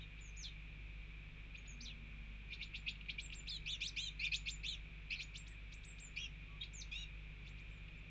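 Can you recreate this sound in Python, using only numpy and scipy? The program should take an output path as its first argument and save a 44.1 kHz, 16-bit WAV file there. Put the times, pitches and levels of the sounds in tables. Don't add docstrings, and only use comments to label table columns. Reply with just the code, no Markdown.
import sys
import numpy as np
from scipy import signal
from scipy.fft import rfft, irfft, next_fast_len
from scipy.io import wavfile
from scipy.ndimage import uniform_filter1d, map_coordinates

SR = 44100
rng = np.random.default_rng(int(sys.argv[2]) if len(sys.argv) > 2 else 0)


def bounce(signal):
    frames = np.transpose(np.atleast_2d(signal))
    limited = np.clip(frames, -1, 1)
    pcm = np.round(limited * 32767).astype(np.int16)
    wavfile.write(sys.argv[1], SR, pcm)


N = 357210

# freq_hz, rms_db
HUM_LINES = [(50, -53), (100, -66.5), (150, -64.5), (165.9, -69.5), (250, -77), (350, -91)]
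# freq_hz, relative_db
RUMBLE_SPECTRUM = [(12, -16.5), (24, 4), (40, -2.5), (70, -6), (110, -13), (140, -7.5), (190, -16.5),
                   (260, -18.5), (400, -21.5), (700, -30), (1200, -40)]
# freq_hz, relative_db
HISS_SPECTRUM = [(350, -38), (600, -26.5), (850, -20.5), (1310, -15.5), (1870, -13), (2100, -10.5),
                 (2330, 1), (2450, 1.5), (2950, -12.5), (3630, -13), (4460, -28), (7420, -37), (8000, -41)]
# lower_pitch_hz, gain_db
UPPER_BALANCE = [(2000, 2), (2600, -2.5), (3300, 4.5), (4300, -13), (5800, -18), (7000, -37.5)]
# lower_pitch_hz, gain_db
OVERTONE_GAIN = [(1900, 19), (2300, 6.5), (3200, 3), (4200, -5), (5000, -28)]
# lower_pitch_hz, noise_share
HOARSENESS = [(1900, .2), (2450, .4), (2900, .24), (3400, .16), (5000, .2), (6500, .08)]
# time_s, gain_db
BEAK_BRIGHTNESS = [(0, -7), (3.1, -10.5), (3.45, 1), (4, 7), (4.21, 1.5), (4.35, 4), (5.1, 3), (6.25, 6.5),
                   (6.63, -13), (6.92, 1.5)]
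# start_s, rise_s, fall_s, start_hz, arch_hz, end_hz, leap_ratio, upper_ratio,
# opening_db, crest_db
WAILS = [(0, 0.006, 0.044, 3360, 3210, 2520, 0.85, 1.23, -61, -57),
         (3.466, .03, 0.084, 2033, 3600, 2975, 1.42, 1.21, -52, -43),
         (3.657, .056, .05, 1882, 3095, 2600, 1.23, 1.18, -44.5, -43),
         (3.803, .079, 0.018, 2017, 3460, 3130, 1.75, 1.32, -43, -41),
         (3.959, .068, 0.066, 1970, 3240, 2795, 1, 1.25, -43.5, -42.5),
         (4.191, .063, .03, 1978, 2382, 2110, 1.28, 1.204, -44.5, -39.5),
         (4.63, .062, .067, 1926, 3263, 2550, 1.1, 1.2, -47.5, -43.5),
         (5.101, .037, .018, 1953, 2450, 2084, 1.12, 1.2, -44, -40.5),
         (5.155, 0.029, 0.019, 1930, 1950, 1920, 1, 1.22, -51, -57),
         (6.158, .064, 0.05, 2088, 2892, 2540, 1, 1.136, -45, -47.5),
         (6.604, 0.02, 0.018, 2930, 3284, 3160, 1, 1.17, -51, -49),
         (6.911, .093, 0.045, 2372, 2856, 2674, 1, 1.35, -48, -49)]
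# sweep_start_s, lead_s, length_s (from sweep start), top_hz, rasp_db, whistle_db
CHIRPS = [(0.194, 0.03, 0.11, 7140, -64, -59.5), (1.56, 0.023, 0.033, 6710, -58.5, -61.5),
          (1.66, 0.014, 0.072, 6910, -63.5, -56.5), (2.538, 0.038, 0.025, 6960, -51, -92.5),
          (2.631, 0.036, 0.042, 7200, -49, -73.5), (2.761, 0.028, 0.046, 7430, -48, -70),
          (2.891, 0.029, 0.027, 7110, -43.5, -61.5), (3.104, 0.021, 0.016, 6950, -42.5, -86),
          (3.204, 0.025, 0.067, 7795, -46, -47.5), (3.339, 0.022, 0.074, 7610, -48.5, -51),
          (4.351, 0.035, 0.038, 7150, -39.5, -47), (4.497, 0.039, 0.064, 7420, -42, -48),
          (5.219, 0.031, 0.03, 6980, -45.5, -52.5), (5.366, 0.026, 0.05, 7666, -48.5, -53),
          (5.472, 0.011, 0.058, 7920, -58, -62.5), (5.73, 0.014, 0.056, 7780, -56.5, -62.5),
          (5.84, 0.012, 0.082, 8020, -62, -51.5), (5.99, 0.011, 0.091, 7700, -58.5, -50),
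          (6.638, 0.012, 0.02, 6980, -48.5, -63), (7.482, 0.037, 0.042, 7520, -60, -71.5),
          (7.59, 0.02, 0.04, 7650, -66, -78), (7.692, 0.016, 0.103, 7740, -75, -76.5),
          (7.959, 0.016, 0.043, 7350, -83, -76)]
# lead_share_left, top_pitch_share, rasp_offset_db
CHIRP_LEAD_IN = [(1.1, .28, -11), (.6, .305, 0), (.25, .385, 1)]
# offset_s, top_pitch_share, rasp_offset_db
CHIRP_SWEEP = [(0, .52, -1), (.006, 0.67, -3), (0.011, .9, -7)]
# start_s, whistle_s, tail_s, top_hz, end_hz, opening_db, whistle_db, low_db
PLUNGES = [(0.355, 0.056, 0.047, 7020, 2935, -76, -48.5, -49.5),
           (1.804, 0.023, .06, 6370, 2430, -37, -50.5, -54),
           (6.721, 0.068, 0.0056, 7400, 3300, -83, -47.5, -49.5)]
# start_s, start_hz, final_hz, level_db
FAR_ENGINE = (1.6, 246.5, 186, -66)
# start_s, peak_db
CAGE_CONTACTS = [(2.955, -44), (3.011, -40), (3.060, -44), (3.261, -43), (3.302, -38), (3.406, -48),
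                 (7.883, -44)]
# freq_hz, relative_db, t60_s
WIRE_MODES = [(2510, 3.5, 0.036), (2820, 26, 0.0091), (3290, 5.5, 0.013), (3700, 7.5, .018)]
# start_s, length_s, start_hz, end_hz, level_db
FAR_BIRD_NOTES = [(6.47, .11, 1125, 1140, -75), (5.51, .03, 1980, 1750, -67)]
# time_s, gain_db
FOLIAGE_SEND = [(0, 8.5), (2.65, 15), (3.2, 4.5), (6.199, 5), (6.62, 12.5), (7, 6)]
# freq_hz, gain_db
MIC_RESPONSE = [(1500, -16.5), (2100, -10.5), (2430, 5.5), (2900, -4), (3700, 2), (4600, -7.5),
                (5700, -8.5), (7200, -5.5), (8000, -15.5)]
# freq_hz, gain_db
OUTPUT_FILTER = [(7300, -1), (7700, -0.5), (8000, -10.5), (8400, -10), (8900, -32), (9300, -34)]


def amp(db):
    return 10 ** (np.asarray(db) / 20)


def unit(x):
    return x / np.sqrt(np.mean(x ** 2) + 1e-20)


def at_hz(points, hz):
    freq_hz, values = np.transpose(points)
    return np.interp(np.log(hz + 1), np.log(freq_hz + 1), values)


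def wobble(rate_hz, n):
    knots = rng.standard_normal(int(n * rate_hz / SR) + 4)
    return map_coordinates(knots, [np.arange(n) * rate_hz / SR])


def filtered(x, response):
    size = next_fast_len(N + SR // 2)
    return irfft(rfft(x, size) * response(np.fft.rfftfreq(size, 1 / SR)), size)[:N]


def add(track, start_s, sound):
    part = track[max(round(start_s * SR), 0):][:len(sound)]
    part += sound[:len(part)]


def glide(rows, smooth_s=.004):
    times_s, *columns = np.transpose(rows)
    t = np.arange(times_s[0], max(times_s[-1], times_s[0] + smooth_s * 2), 1 / SR)
    return [uniform_filter1d(np.interp(t, times_s, c), int(smooth_s * SR)) for c in columns]


def fade(n, edge_s=.001):
    return signal.windows.tukey(n, min(2 * edge_s * SR / n, 1))


def phase_of(hz):
    return 2 * np.pi * np.cumsum(hz) / SR


def hum(waver_db=1.3):
    t = np.arange(N) / SR
    return sum(np.sqrt(2) * amp(db + waver_db * wobble(3.022, N))
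               * np.sin(2 * np.pi * (hz * t + rng.random())) for hz, db in HUM_LINES)


def background(rumble_db=-60, hiss_db=-60):
    def noise(spectrum):
        return unit(filtered(rng.standard_normal(N), lambda hz: amp(at_hz(spectrum, hz))))

    rumble = amp(rumble_db + .7 * wobble(3, N)) * noise(RUMBLE_SPECTRUM + [(3000, -100)])
    return rumble + amp(hiss_db) * noise(HISS_SPECTRUM)


def syrinx(rows, strain=1, side_db=-27, flutter_db=2):
    lower_hz, upper_hz, level_db = glide(rows)
    n = len(lower_hz)
    hoarse = np.clip(strain * at_hz(HOARSENESS, lower_hz), 0, 1)
    jitter = .045 * hoarse
    low = phase_of(lower_hz * (1 + jitter * wobble(600, n)))
    high = phase_of(upper_hz * (1 + jitter * wobble(600, n)))

    def partial(phase):
        skirt = (wobble(1600, n) * np.sin(phase) + wobble(1600, n) * np.cos(phase)) / np.sqrt(2)
        return np.sqrt(1 - hoarse ** 2) * np.sin(phase) + hoarse * skirt

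    balance = amp(at_hz(UPPER_BALANCE, lower_hz))
    low_gain = amp(flutter_db * wobble(247, n)) / np.hypot(1, balance)
    high_gain = balance * amp(flutter_db * wobble(220, n)) / np.hypot(1, balance)
    overtones = amp(-15) * low_gain * partial(2 * low)
    overtones += high_gain * (amp(-19) * partial(low + high) + amp(-27) * partial(2 * high))
    overtones += amp(-34) * low_gain * partial(3 * low) + amp(-36) * partial(2 * low - high)
    beak_db = np.interp(rows[0][0] + np.arange(n) / SR, *np.transpose(BEAK_BRIGHTNESS))
    overtones *= amp(at_hz(OVERTONE_GAIN, lower_hz) + beak_db)
    side_tones = amp(side_db) * high_gain * (partial(2 * high - low) + partial(3 * high - 2 * low) / 2)
    voices = low_gain * partial(low) + high_gain * partial(high)
    return np.sqrt(2) * amp(level_db) * fade(n, edge_s=.008) * (voices + side_tones + overtones)


def wails(gain_db=-1, fall_db=-6, quaver=.0031, leap_s_per_ratio=.007):
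    out = np.zeros(N)
    for start_s, rise_s, fall_s, start_hz, arch_hz, end_hz, leap, ratio, opening_db, crest_db in WAILS:
        t = np.arange(-rise_s, fall_s, 1 / SR)
        before = np.clip(-t / rise_s, 0, 1) ** 1.8
        after = np.clip(t / fall_s, 0, 1) ** 2.4
        hz = arch_hz + (start_hz - arch_hz) * before + (end_hz - arch_hz) * after
        hz *= leap ** np.exp(-(t / (leap_s_per_ratio * leap)) ** 2)
        hz *= 1 + quaver * wobble(90, len(t))
        db = crest_db + (opening_db - crest_db) * before + fall_db * after
        add(out, start_s, syrinx(np.column_stack([start_s + rise_s + t, hz, hz * ratio, db])))
    return amp(gain_db) * out


def echoes(x, t60_s, patterns=27):
    out, t = np.zeros(N), np.arange(SR // 2) / SR
    hop = N // patterns + 1
    lead = hop - hop // 2
    window = signal.windows.hann(2 * hop)
    for start in range(0, N, hop):
        tail = rng.standard_normal(len(t)) * amp(-60 * t / t60_s) * (t > .001)
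        piece = np.pad(x, hop)[start + hop // 2:][:2 * hop]
        wet = signal.fftconvolve(piece * window[:len(piece)], tail / np.linalg.norm(tail))
        add(out, max(start - lead, 0) / SR, wet[max(lead - start, 0):])
    return out


def microphone(x, size=2048):
    cepstrum = irfft(np.log(amp(at_hz(MIC_RESPONSE, np.fft.rfftfreq(size, 1 / SR)))))
    cepstrum[1:size // 2] *= 2
    cepstrum[size // 2 + 1:] = 0
    return signal.fftconvolve(x, irfft(np.exp(rfft(cepstrum))))[:N]


def chirps(gain_db=-1, upper_ratio=1.2, sweep_ratio=1.3, rise_s=.017, sag_hz_per_s=11000, sag_db=-2):
    out = np.zeros(N)
    for sweep_s, lead_s, length_s, top_hz, rasp_db, whistle_db in CHIRPS:
        held_s = max(length_s - rise_s, .0022)
        beam_db = 4.2 * np.interp(sweep_s, *np.transpose(BEAK_BRIGHTNESS))
        path = [(-left * lead_s, share * top_hz, upper_ratio, rasp_db + db)
                for left, share, db in CHIRP_LEAD_IN]
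        path += [(offset_s, share * top_hz, sweep_ratio, rasp_db + db + beam_db * (share - .5))
                 for offset_s, share, db in CHIRP_SWEEP]
        path += [(rise_s, top_hz, upper_ratio, whistle_db),
                 (rise_s + held_s, top_hz - sag_hz_per_s * held_s, upper_ratio, whistle_db + sag_db)]
        rows = [(sweep_s + offset_s, hz, hz * ratio, db) for offset_s, hz, ratio, db in path]
        add(out, rows[0][0], syrinx(rows, strain=1.15, side_db=-16))
    return amp(gain_db) * out


def plunges(upper_ratio=1.22, break_hz=3558, break_s=.0165, sag_hz_per_s=20000, swell_db=9, tail_db=-6):
    out = np.zeros(N)
    for start_s, whistle_s, tail_s, top_hz, end_hz, opening_db, whistle_db, low_db in PLUNGES:
        times_s = start_s + np.cumsum([0, break_s, whistle_s, break_s, tail_s])
        hz = np.array([break_hz, top_hz, top_hz - sag_hz_per_s * whistle_s, break_hz, end_hz])
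        db = [opening_db, whistle_db - swell_db, whistle_db, low_db, low_db + tail_db]
        add(out, start_s, syrinx(np.column_stack([times_s, hz, hz * upper_ratio, db])))
    return out


def far_tone(hz, db, waver=.0044, flicker_db=3):
    n = len(hz)
    envelope = np.sqrt(2) * fade(n) * amp(db + flicker_db * wobble(25, n))
    return envelope * np.sin(phase_of(hz * (1 + waver * wobble(54, n))))


def far_engine(pitch_tau_s=1.05, attack_s=.28, fade_db_per_s=8.5):
    out, t = np.zeros(N), np.arange(2 * SR) / SR
    start_s, start_hz, final_hz, level_db = FAR_ENGINE
    hz = final_hz + (start_hz - final_hz) * np.exp(-t / pitch_tau_s)
    db = level_db - fade_db_per_s * np.maximum(t - attack_s, 0)
    add(out, start_s, np.minimum(t / attack_s, 1) * far_tone(hz, db))
    return out


def cage_ticks(crack_db=-3, crack_t60_s=.0056):
    out, t = np.zeros(N), np.arange(SR // 10) / SR
    for start_s, peak_db in CAGE_CONTACTS:
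        ring = sum(amp(db + rng.normal(0, 3.6) - 60 * t / t60_s) * np.sin(2 * np.pi * hz * t)
                   for hz, db, t60_s in WIRE_MODES)
        noise = unit(np.diff(uniform_filter1d(rng.standard_normal(len(t) + 1), size=5)))
        crack = noise * amp(crack_db - 60 * t / crack_t60_s)
        tick = (ring + crack) * fade(len(t), edge_s=.0005)
        add(out, start_s, amp(peak_db) * tick / np.abs(tick).max())
    return out


def far_birds():
    out = np.zeros(N)
    for start_s, length_s, start_hz, end_hz, level_db in FAR_BIRD_NOTES:
        add(out, start_s, far_tone(np.linspace(start_hz, end_hz, int(length_s * SR)), level_db))
    return out


def scene():
    direct = wails() + chirps() + plunges() + cage_ticks()
    scattered = direct * amp(np.interp(np.arange(N) / SR, *np.transpose(FOLIAGE_SEND)))
    foliage = amp(-8.5) * echoes(scattered, t60_s=.06)
    hedge = amp(-13.5) * echoes(scattered, t60_s=.18)
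    garden = amp(-19) * echoes(direct, t60_s=.38)
    feeder = microphone(direct + foliage + hedge + garden)
    return (feeder + far_engine() + far_birds() + hum() + background())[None]


def record(dry, rate_hz=16000, cutoff_hz=9200):
    band = filtered(dry[0], lambda hz: hz < rate_hz / 2)
    mirrored = band * (1 + 2 * np.cos(2 * np.pi * rate_hz * np.arange(N) / SR))
    return filtered(mirrored, lambda hz: amp(at_hz(OUTPUT_FILTER, hz)) * (hz < cutoff_hz))[None]


dry = scene()
out = record(dry)
bounce(out)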